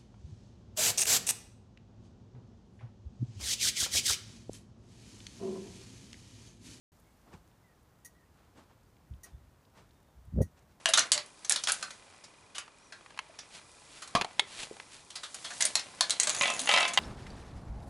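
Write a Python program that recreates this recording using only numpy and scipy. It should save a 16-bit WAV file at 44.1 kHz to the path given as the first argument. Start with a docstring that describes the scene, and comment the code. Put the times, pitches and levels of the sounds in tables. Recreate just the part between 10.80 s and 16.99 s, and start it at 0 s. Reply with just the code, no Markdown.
"""A table in a small live room: a child peels the foil lid off a plastic toy egg, close to a camera. Foil
creases flip and snap; fingers rub, bump and scrape the cup. Small plastic parts knock in the cup, and a card
insert drops onto the tabletop and chatters. The last of the lid tears away in slips that ring the cup. Behind
it: one faint bird outside, the pip of the camera's electronics, room hush."""
import sys
import numpy as np
from scipy import signal
from scipy.fft import rfft, irfft, next_fast_len
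from scipy.io import wavfile

SR = 44100
rng = np.random.default_rng(int(sys.argv[2]) if len(sys.argv) > 2 else 0)


def generate_wav(sig):
    """Save sig (samples, or channels by samples) to the path in sys.argv[1] as 16-bit PCM at SR."""
    pcm = np.round(np.clip(np.atleast_2d(sig).T, -1, 1) * 32767).astype(np.int16)
    wavfile.write(sys.argv[1], SR, pcm)


N = 272979
TOP_HZ = 11150  # band limit

# foil creases flipping (time [s], level [dB], treble over bass [dB], facet note [Hz], t60 [s])
FOIL_SNAPS = [(0.058, -19, -3, 2920, .019), (0.088, -27, 2, 9900, 0.053),
              (0.1366, -15.5, 5.5, 3570, 0.0354), (0.174, -17.5, 3, 1470, 0.0446),
              (0.1834, -20, -9, 3630, 0.036), (.193, -20, 14, 5900, 0.024), (0.319, -17, 14.5, 4200, 0.02),
              (.3215, -20.5, 10, 7800, 0.084), (.378, -28, -2, 4640, 0.02), (.462, -51, 9, 9600, 0.015),
              (0.648, -36, 2, 6260, 0.032), (0.6963, -19.5, 17, 9500, .021), (.707, -25.5, 2, 1600, 0.047),
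              (0.7227, -21, 26, 4900, 0.015), (.761, -25.5, 4, 4000, 0.024),
              (0.8378, -28.5, 8, 5200, 0.031), (0.8727, -25, -3, 3080, 0.032),
              (0.8835, -23.5, 0, 1350, 0.073), (0.898, -29.5, 2, 1530, 0.013),
              (0.9203, -22.5, 24, 10700, 0.021), (1.0266, -30.5, 0.5, 1280, 0.039),
              (1.1061, -41, -0.5, 1450, 0.037), (1.4391, -46.5, 7, 5160, 0.063),
              (1.7514, -36.5, -1.5, 3040, 0.11), (1.7828, -32.5, 0.5, 2660, 0.025),
              (2.1233, -41.5, -12, 1710, 0.048), (2.5889, -39, -3.5, 5500, 0.039),
              (3.2204, -38, 2, 1230, 0.078), (3.2765, -44.5, 6, 1100, 0.029),
              (4.3043, -42.5, 3, 3180, 0.034), (4.356, -34, 3.5, 4630, 0.068),
              (4.4337, -34.5, -2, 3420, 0.071), (4.544, -35.5, 4.5, 10400, 0.04),
              (4.6456, -33.5, -1.5, 3270, 0.076), (4.7047, -37, -7, 1850, 0.072),
              (4.8065, -22.5, 7, 2060, 0.049), (4.824, -21, 13, 6000, 0.02),
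              (4.8524, -20, 9.5, 9300, 0.032), (4.9548, -19.5, 8, 4200, 0.023),
              (4.9946, -33.5, 0, 5500, 0.028), (5.209, -18, 6.5, 3800, 0.021),
              (5.297, -28, 2.5, 7100, 0.022), (5.3068, -21, 15, 3840, 0.022), (5.3999, -18, 8, 7600, 0.024),
              (5.4324, -23.5, 7.5, 7900, 0.026), (5.4724, -24, 0, 7850, 0.027),
              (5.4955, -25, 2, 7700, 0.0091), (5.5019, -29, 5, 7400, 0.0081),
              (5.548, -30.5, -1, 9400, 0.029), (5.794, -29, 12, 3800, .023), (6.0784, -30, 5, 2060, 0.057),
              (6.135, -31, 7, 6950, 0.04)]
# snap spectrum (frequency [Hz], gain [dB])
FOIL_SPECTRUM = [(30, -17), (120, -31.5), (400, -12.5), (650, 1.5), (900, -0.5), (1500, 4.5), (2700, -0.5),
                 (4200, 2.5), (5300, 0), (6500, 3), (8300, -1), (11000, -3.5)]
# pulls on the lid (start [s], length [s], relative level of first slip [dB])
LID_PULLS = [(5.611, .1, -20.5), (5.8738, .01, -25.5), (5.892, .035, -17), (5.939, .12, -16.5),
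             (5.975, .01, -19.5), (6.1746, .01, -15.5)]
# slip spectrum (frequency [Hz], gain [dB])
SEAL_SPECTRUM = [(30, -60), (200, -15.5), (400, -18), (600, -2), (1500, -4.5), (2600, -1.5), (3600, -1),
                 (4800, -10), (7000, -14), (8300, -20.5), (11000, -24)]
# crackle along the tearing seam (time [s], level [dB])
SEAM_LEVELS = [(5.4, -90), (5.5, -43), (5.62, -39.5), (5.72, -45.5), (5.8, -43), (5.88, -43), (5.95, -45.5),
               (6.08, -53), (6.15, -75)]
# seam resonances (frequency [Hz], width [Hz], gain [dB])
SEAM_MODES = [(6200, 57, -4), (6800, 330, 5), (9780, 260, 2)]
# empty cup's resonances (frequency [Hz], width [Hz], gain [dB])
CUP_MODES = [(570, 9.2, 0), (694, 4.3, 9.5), (1028, 13, 4.5), (1279, 17, 8.5), (2002, 30, 5),
             (2280, 21, 9.5), (2420, 23, -1), (2620, 9.5, 8.5), (2795, 25, 1), (3127, 60, 5),
             (3390, 8.7, 0.5), (3980, 53, -37)]
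# knocks, all voiced alike: plastic parts in the cup, the card insert landing on the tabletop at 3.352 to 3.446
# s, and a few faint foil ticks at 2.792, 2.815, 3.967 and 5.1391 s (time # [s], level [dB], relative thud [dB],
# relative hollow ring [dB])
KNOCKS = [(1.879, -49.5, -21, -11), (2.2097, -53.5, -7, -19), (2.2613, -48.5, -11, -13),
          (2.306, -51.5, -24, -12), (2.3753, -43.5, -34, -3), (2.3902, -30, -59, -8),
          (2.792, -54, -14, -6), (2.815, -55, -9, -29), (3.352, -22, 1.5, -12), (3.4121, -25, 1, -4),
          (3.4185, -28, 4, -30), (3.446, -31.5, -2, -0.5), (3.5947, -17, -10.5, 7.5),
          (3.967, -47, -2, 4), (3.9994, -40, -14, -9), (5.1391, -53, -14, -2)]
# knock band centres (thud [Hz], body [Hz], click [Hz], edge [Hz])
KNOCK_BANDS_HZ = [250, 1100, 3600, 8000]
# hollow toy's resonances (frequency [Hz], width [Hz], gain [dB])
TOY_MODES = [(860, 230, 2), (2180, 47, 6), (2870, 170, -23), (3670, 640, 6.5), (4380, 350, 0),
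             (5150, 190, 2), (6930, 240, 6), (8900, 380, 11.5)]
# card modes (frequency [Hz], gain [dB], t60 [s])
CARD_MODES = [(705, -5, 0.087), (1083, 11.5, 0.028), (1170, -1, 0.044), (2470, -12, 0.12)]
# tabletop under the card (frequency [Hz], gain [dB])
TABLETOP_SPECTRUM = [(30, -24), (90, -16), (180, -6), (500, -15), (3500, 3), (6000, -6), (11000, -18)]
# fingers bumping the cup (time [s], level [dB], note [Hz], t60 [s])
CUP_BUMPS = [(.058, -33, 662, 0.08), (.0885, -30.5, 657, .06), (.0994, -41, 554, 0.098),
             (.352, -38, 598, 0.2), (2.497, -51, 636, .03), (3.447, -36, 755, 0.022),
             (3.618, -48.5, 415, 0.046), (3.9115, -38.5, 424, 0.016), (5.209, -34, 682, 0.036),
             (5.2115, -32, 1033, 0.028), (5.472, -40, 612, 0.079), (5.815, -44, 259, 0.13)]
# fingertips scraping inside the cup (start [s], peak [s], end [s], peak level [dB])
CUP_SCRAPES = [(2.698, 2.753, 2.83, -47.5), (3.032, 3.18, 3.24, -51.5), (3.658, 3.832, 3.885, -40),
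               (4.09, 4.135, 4.24, -50)]
# scrape spectrum (frequency [Hz], gain [dB])
RASP_SPECTRUM = [(300, -10), (1400, -8.5), (2800, -3), (3500, -4), (4400, -4), (5200, -8.5), (8000, -9),
                 (11000, -13.5)]
# hands at work (time [s], relative rub level [dB], relative crinkle level [dB])
HANDLING_LEVELS = [(0, -53, -57.5), (.55, -58, -57), (.95, -50.5, -43), (1.22, -53.5, -57.5),
                   (1.9, -61.5, -65.5), (2.15, -61.5, -60), (2.35, -54, -63), (2.92, -58.5, -55),
                   (3.28, -50, -54), (3.6, -50, -57), (3.85, -50, -52.5), (4.28, -60, -56), (4.8, -46, -41),
                   (5.12, -46.5, -51.5), (5.4, -44, -47.5), (5.55, -36.5, -46), (5.95, -35.5, -39.5),
                   (6.19, -40.5, -59)]
# skin on plastic (frequency [Hz], gain [dB])
RUB_SPECTRUM = [(30, -12), (200, 6), (400, 2), (600, 9), (1100, 4.5), (2200, 2), (3200, 1), (5000, -2),
                (11000, -44)]
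# crinkling foil (frequency [Hz], gain [dB])
CRINKLE_SPECTRUM = [(200, -48), (1500, -33), (3500, -1.5), (5400, 0), (7000, 0), (8500, 0), (11000, -4)]
# bird call (time [s], pitch [Hz], level [dB])
BIRD_WHISTLE = [(1.96, 5150, -100), (2.0, 5400, -69), (2.03, 5830, -70), (2.06, 5830, -64),
                (2.1, 5550, -72), (2.13, 5400, -95)]
# room hush (frequency [Hz], gain [dB])
HUSH_SPECTRUM = [(15, -22), (30, -8), (60, -6), (115, -2), (200, -7), (400, -5.5), (650, -10.5),
                 (950, -4.5), (1500, -12), (2600, -19), (5000, -20.5), (11000, -27.5), (14000, -74)]
# room decay (frequency [Hz], t60 [s])
ROOM_T60_S = [(200, 0.28), (800, 0.2), (2100, 0.24), (5500, 0.14), (11000, 0.084)]
# diffuse sound at two microphone ports (frequency [Hz], side over mid [dB])
SIDE_SPECTRUM = [(100, -13), (600, -8.5), (1100, -10), (2000, -6.5), (4000, -18.5), (10000, -28.5)]


def foil_snaps(softness_per_s=0.76, pan_db=0.5, facet_db=7.5, facet_octaves=0.24, middle_db=2.5):
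    """Creases flip one by one, each with a hollow note; slow ones swell with no sharp edge."""
    out = np.zeros((2, N))
    for time_s, db, bright_db, facet_hz, t60_s in [*FOIL_SNAPS, *seam_creases()]:
        tilt = [(1600, -bright_db / 2), (3300, middle_db), (4800, middle_db), (7500, bright_db / 2)]
        facet = lambda hz: facet_db * np.exp(-(np.log2((hz + 1) / facet_hz) / facet_octaves) ** 2)
        colour_db = lambda hz: along(FOIL_SPECTRUM, hz) + along(tilt, hz) + facet(hz)
        rise_s = softness_per_s * t60_s ** 2
        snap = crack(t60_s, spike=12 * np.exp(-(t60_s / 0.025) ** 2), gain_db=colour_db, rise_s=rise_s)
        pan = amp(pan_db * rng.standard_normal() * np.array([[1], [-1]]))
        add(out, time_s - rise_s / 2, pan * in_room(at_level(snap, db), wet_db=-5.5))
    return out


def seam_creases(count=30, per_s=28, over_seam_db=8.5, scatter_db=2, bright_db=14, hz=7600, t60_s=0.015):
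    """Small creases flip at random beside the tear; rows as in FOIL_SNAPS."""
    seam_s, seam_db = np.transpose(SEAM_LEVELS)
    rows = []
    for k, (late, louder, higher) in enumerate(rng.standard_normal((count, 3))):
        time_s = seam_s[0] + (k + late / 2) / per_s
        db = np.interp(time_s, seam_s, seam_db) + over_seam_db + scatter_db * louder
        if time_s < seam_s[-1]:
            rows.append((time_s, db, bright_db, hz * 2 ** (higher / 2), t60_s))
    return rows


def lid_tear(jerk_db=-2.0, ring_db=-2.5):
    """Each slip of the seal jerks the rim and rings the cup."""
    out = np.zeros((2, N))
    for time_s, db in seal_slips():
        jerk = crack(t60_s=0.024, spike=5.5, gain_db=lambda hz: along(SEAL_SPECTRUM, hz))
        slip = at_level(jerk, db + jerk_db) + at_level(ringing(jerk, CUP_MODES), db + ring_db)
        add(out, time_s, in_room(slip, wet_db=-7.0))
    return out


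def seal_slips(gap_s=0.0226, jitter_s=0.000496, grip_db=2.5, fade_db_per_s=47):
    """A pull breaks the seal's grip; long ones slip on, ever weaker. Rows (time [s], level [dB])."""
    rows = []
    for start_s, length_s, db in LID_PULLS:
        rows.append((start_s, db))
        for late_s in np.arange(gap_s, length_s, gap_s):
            rows.append((start_s + late_s + rng.normal(0, jitter_s), db - grip_db - fade_db_per_s * late_s))
    return rows


def seam_crackle(spot_gain=0.62):
    """Fine ticks of the tear: some ring the whole seam, others one spot."""
    spots = sum(unit(ringing(grains(per_s=200, spread_db=3), [mode])) for mode in SEAM_MODES)
    whole = unit(ringing(grains(per_s=140, spread_db=-11.5), SEAM_MODES))
    return amp(curves(SEAM_LEVELS)[0]) * unit(whole + spot_gain * spots)


def knocks(hard_db=-23, body_db_per_db=0.27, edge_db=-17.5):
    """Knocks, close and dry: plastic parts in the cup, and the card insert landing on the table; light touches
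    are duller, hollow parts ring. A few faint foil ticks sound the same way."""
    out = np.zeros((2, N))
    for time_s, db, thud_db, ring_db in KNOCKS:
        body_db = body_db_per_db * (hard_db - db)
        bands = zip(KNOCK_BANDS_HZ, [thud_db, body_db, 0, edge_db])
        spectrum = [(30, thud_db - 13), (110, thud_db - 3), *bands]
        contact = crack(t60_s=0.023, spike=3.3, gain_db=lambda hz: along(spectrum, hz))
        knock = unit(contact) + amp(ring_db) * unit(ringing(contact, TOY_MODES))
        add(out, time_s, in_room(at_level(knock, db), wet_db=-22))
    return out


def card_drop(mode_scatter_db=8.6, thud_db=-8):
    """The insert rocks on the table: each touch rings its modes and thuds the top."""
    out, t = np.zeros((2, N)), seconds(4096)
    for time_s, db in card_touches():
        ring = sum(amp(mode_db + rng.normal(0, mode_scatter_db) - 60 * t / t60_s)
                   * np.sin(2 * np.pi * hz * t) for hz, mode_db, t60_s in CARD_MODES)
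        thud = crack(t60_s=0.058, spike=4.8, gain_db=lambda hz: along(TABLETOP_SPECTRUM, hz))
        add(out, time_s, in_room(at_level(ring, db) + at_level(thud, db + thud_db), wet_db=-11.5))
    return out


def card_touches(count=5, landing_s=3.3514, landing_db=-19, flight_s=0.0093, shrink=0.9, loss_db=5.2):
    """Each bounce is shorter and weaker. Rows (time [s], level [dB])."""
    flights_s = flight_s * shrink ** np.arange(count)
    return [(landing_s + flights_s[:k].sum(), landing_db - loss_db * k) for k in range(count)]


def finger_bumps(rise_s=0.001):
    """Soft fingertips excite only the cup's lowest note; grip sets pitch and damping."""
    out, t = np.zeros((2, N)), seconds(8192)
    for time_s, db, hz, t60_s in CUP_BUMPS:
        note = np.sin(2 * np.pi * hz * t) * amp(-60 * t / t60_s) * (1 - np.exp(-t / rise_s))
        add(out, time_s, in_room(at_level(note, db), wet_db=-13.0))
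    return out


def finger_scrapes(swell_db=18):
    """Skin sticks and slips on plastic: a grainy rasp that swells and stops."""
    out = np.zeros((2, N))
    friction = diffuse_noise() + 1.2 * grains(per_s=620, spread_db=2.0)
    rasp = unit(filtered(friction, lambda hz: amp(along(RASP_SPECTRUM, hz)) * (hz < TOP_HZ)))
    for start_s, peak_s, end_s, db in CUP_SCRAPES:
        pressure = np.interp(seconds(N), [start_s, peak_s, end_s], [0, 1, 0])
        out += amp(db + swell_db * (pressure - 1)) * np.minimum(10 * pressure, 1) * rasp
    return out


def handling(rub_trim_db=-7.0, crinkle_trim_db=-6.0, settle_db=-19.5):
    """Fingers rub the cup and crinkle the foil; both sounds swell as the sheet settles."""
    friction = diffuse_noise() + grains(per_s=500, spread_db=9.5)
    rub = unit(filtered(friction, lambda hz: amp(along(RUB_SPECTRUM, hz))))
    rub += 0.56 * unit(ringing(friction, CUP_MODES))
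    ticks = diffuse_noise() + 0.36 * grains(per_s=220, spread_db=12.5)
    crinkle = filtered(ticks, lambda hz: amp(along(CRINKLE_SPECTRUM, hz)) * (hz < TOP_HZ))
    rub_db, crinkle_db = curves(HANDLING_LEVELS)
    stir = amp(settle_db) * foil_settling()
    rub_gain = np.hypot(amp(rub_db + rub_trim_db), stir)
    crinkle_gain = np.hypot(amp(crinkle_db + crinkle_trim_db), stir)
    return rub_gain * unit(rub) + crinkle_gain * unit(crinkle)


def foil_settling(rise_s=0.032, fade_db_per_s=234):
    """Gain of the sheet's stirring after its snaps, summed in power."""
    kicks, t = np.zeros(N), seconds(SR // 2)
    for time_s, db, *_ in FOIL_SNAPS:
        kicks[round(time_s * SR)] = amp(db) ** 2
    stir = (1 - np.exp(-t / rise_s)) * amp(-fade_db_per_s * t)
    return np.sqrt(np.abs(signal.fftconvolve(kicks, stir ** 2)[:N]))


def bird():
    """One faint arched whistle outside."""
    hz, db = curves(BIRD_WHISTLE)
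    return amp(db) * np.sin(2 * np.pi * np.cumsum(hz) / SR)


def camera_pips(level_db=-72, pip_hz=2450, width_s=0.0037, frame_s=0.04):
    """The camera's electronics pip once a frame."""
    from_pip_s = (seconds(N) - 0.007) % frame_s - frame_s / 2
    envelope = np.exp(-(from_pip_s / width_s) ** 2)
    return amp(level_db) * unit(envelope * np.sin(2 * np.pi * pip_hz * from_pip_s))


def room_hush(level_db=-62):
    """Steady diffuse noise of the room."""
    return amp(level_db) * unit(filtered(diffuse_noise(), lambda hz: amp(along(HUSH_SPECTRUM, hz))))


def in_room(x, wet_db, rise_s=0.0051, size=10240):
    """A short sound plus its own stereo tail from the walls."""
    hz, t, noise = signal.stft(rng.standard_normal((2, size)), SR, nperseg=256)
    decay = amp(-60 * t / along(ROOM_T60_S, hz)[:, None])
    tail = signal.istft(noise * decay, SR, nperseg=256)[1]
    tail = diffuse(tail * (1 - np.exp(-(seconds(size) / rise_s) ** 2)))
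    out = signal.fftconvolve(x[None], amp(wet_db) * tail / np.linalg.norm(tail[0]), axes=1)
    out[:, :len(x)] += x
    return out


def crack(t60_s, spike, gain_db, rise_s=1e-4, size=4096):
    """A sudden release, then a dense, fast-dying shiver."""
    t = seconds(size)
    shiver = rng.standard_normal(size) * amp(-60 * t / t60_s) * (1 - np.exp(-t / rise_s))
    shiver[0] = spike
    return coloured(shiver, lambda hz: gain_db(hz) - 60 * np.clip(hz / TOP_HZ - 1, 0, 1) ** 0.5)


def grains(per_s, spread_db):
    """Random ticks of uneven size, rms 1."""
    sizes = amp(spread_db * np.minimum(rng.exponential(size=N), 3))
    return unit((rng.random(N) < per_s / SR) * sizes * rng.choice([-1, 1], N))


def ringing(x, modes):
    """x through a body's resonances, alternating in sign."""
    def response(hz):
        return sum((-1) ** k * amp(db) * 1j * hz * width_hz / (mode_hz ** 2 - hz ** 2 + 1j * hz * width_hz)
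                   for k, (mode_hz, width_hz, db) in enumerate(modes))
    return filtered(x, response)


def diffuse(pair):
    """Two unrelated signals as mid and side at two close ports."""
    side = filtered(pair[1], lambda hz: amp(along(SIDE_SPECTRUM, hz)))
    return np.array([pair[0] + side, pair[0] - side])


def diffuse_noise():
    """Stereo noise from all directions."""
    return diffuse(rng.standard_normal((2, N)))


def coloured(x, gain_db):
    """Minimum-phase filter: attacks stay sharp."""
    n = len(x)
    cepstrum = irfft(np.log(amp(gain_db(np.fft.rfftfreq(n, 1 / SR)))), n)
    cepstrum[1:n // 2] *= 2
    cepstrum[n // 2 + 1:] = 0
    return irfft(rfft(x) * np.exp(rfft(cepstrum)), n)


def filtered(x, response):
    """x through a complex frequency response."""
    n = x.shape[-1]
    padded = next_fast_len(n + SR // 10, True)
    return irfft(rfft(x, padded) * response(np.fft.rfftfreq(padded, 1 / SR)), padded)[..., :n]


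def at_level(x, db):
    """x scaled to the energy of 5 ms at this level."""
    return amp(db) * x * np.sqrt(0.005 * SR / np.sum(x ** 2))


def add(track, time_s, sound):
    """Mix a sound into a track."""
    start = max(round(time_s * SR), 0)
    part = sound[..., :max(N - start, 0)]
    track[..., start:start + part.shape[-1]] += part


def along(points, hz):
    """Interpolate over log frequency."""
    points_hz, values = np.transpose(points)
    return np.interp(np.log(hz + 1), np.log(points_hz + 1), values)


def curves(rows):
    """Per-sample curve for each column after time."""
    times_s, *columns = np.transpose(rows)
    return [np.interp(seconds(N), times_s, column) for column in columns]


def seconds(size):
    """Time axis."""
    return np.arange(size) / SR


def amp(db):
    """Decibels to gain."""
    return 10 ** (np.asarray(db) / 20)


def unit(x):
    """x at rms 1."""
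    return x / np.sqrt(np.mean(x ** 2) + 1e-20)


def scene():
    """All sources at the microphone."""
    lid = foil_snaps() + lid_tear() + seam_crackle()
    contents = knocks() + card_drop()
    fingers = finger_bumps() + finger_scrapes() + handling()
    return lid + contents + fingers + bird() + camera_pips() + room_hush()


def record(dry):
    """The camera's steep band limit."""
    return filtered(dry, lambda hz: 1 / np.sqrt(1 + (hz / TOP_HZ) ** 140))


dry = scene()
out = record(dry)
generate_wav(out)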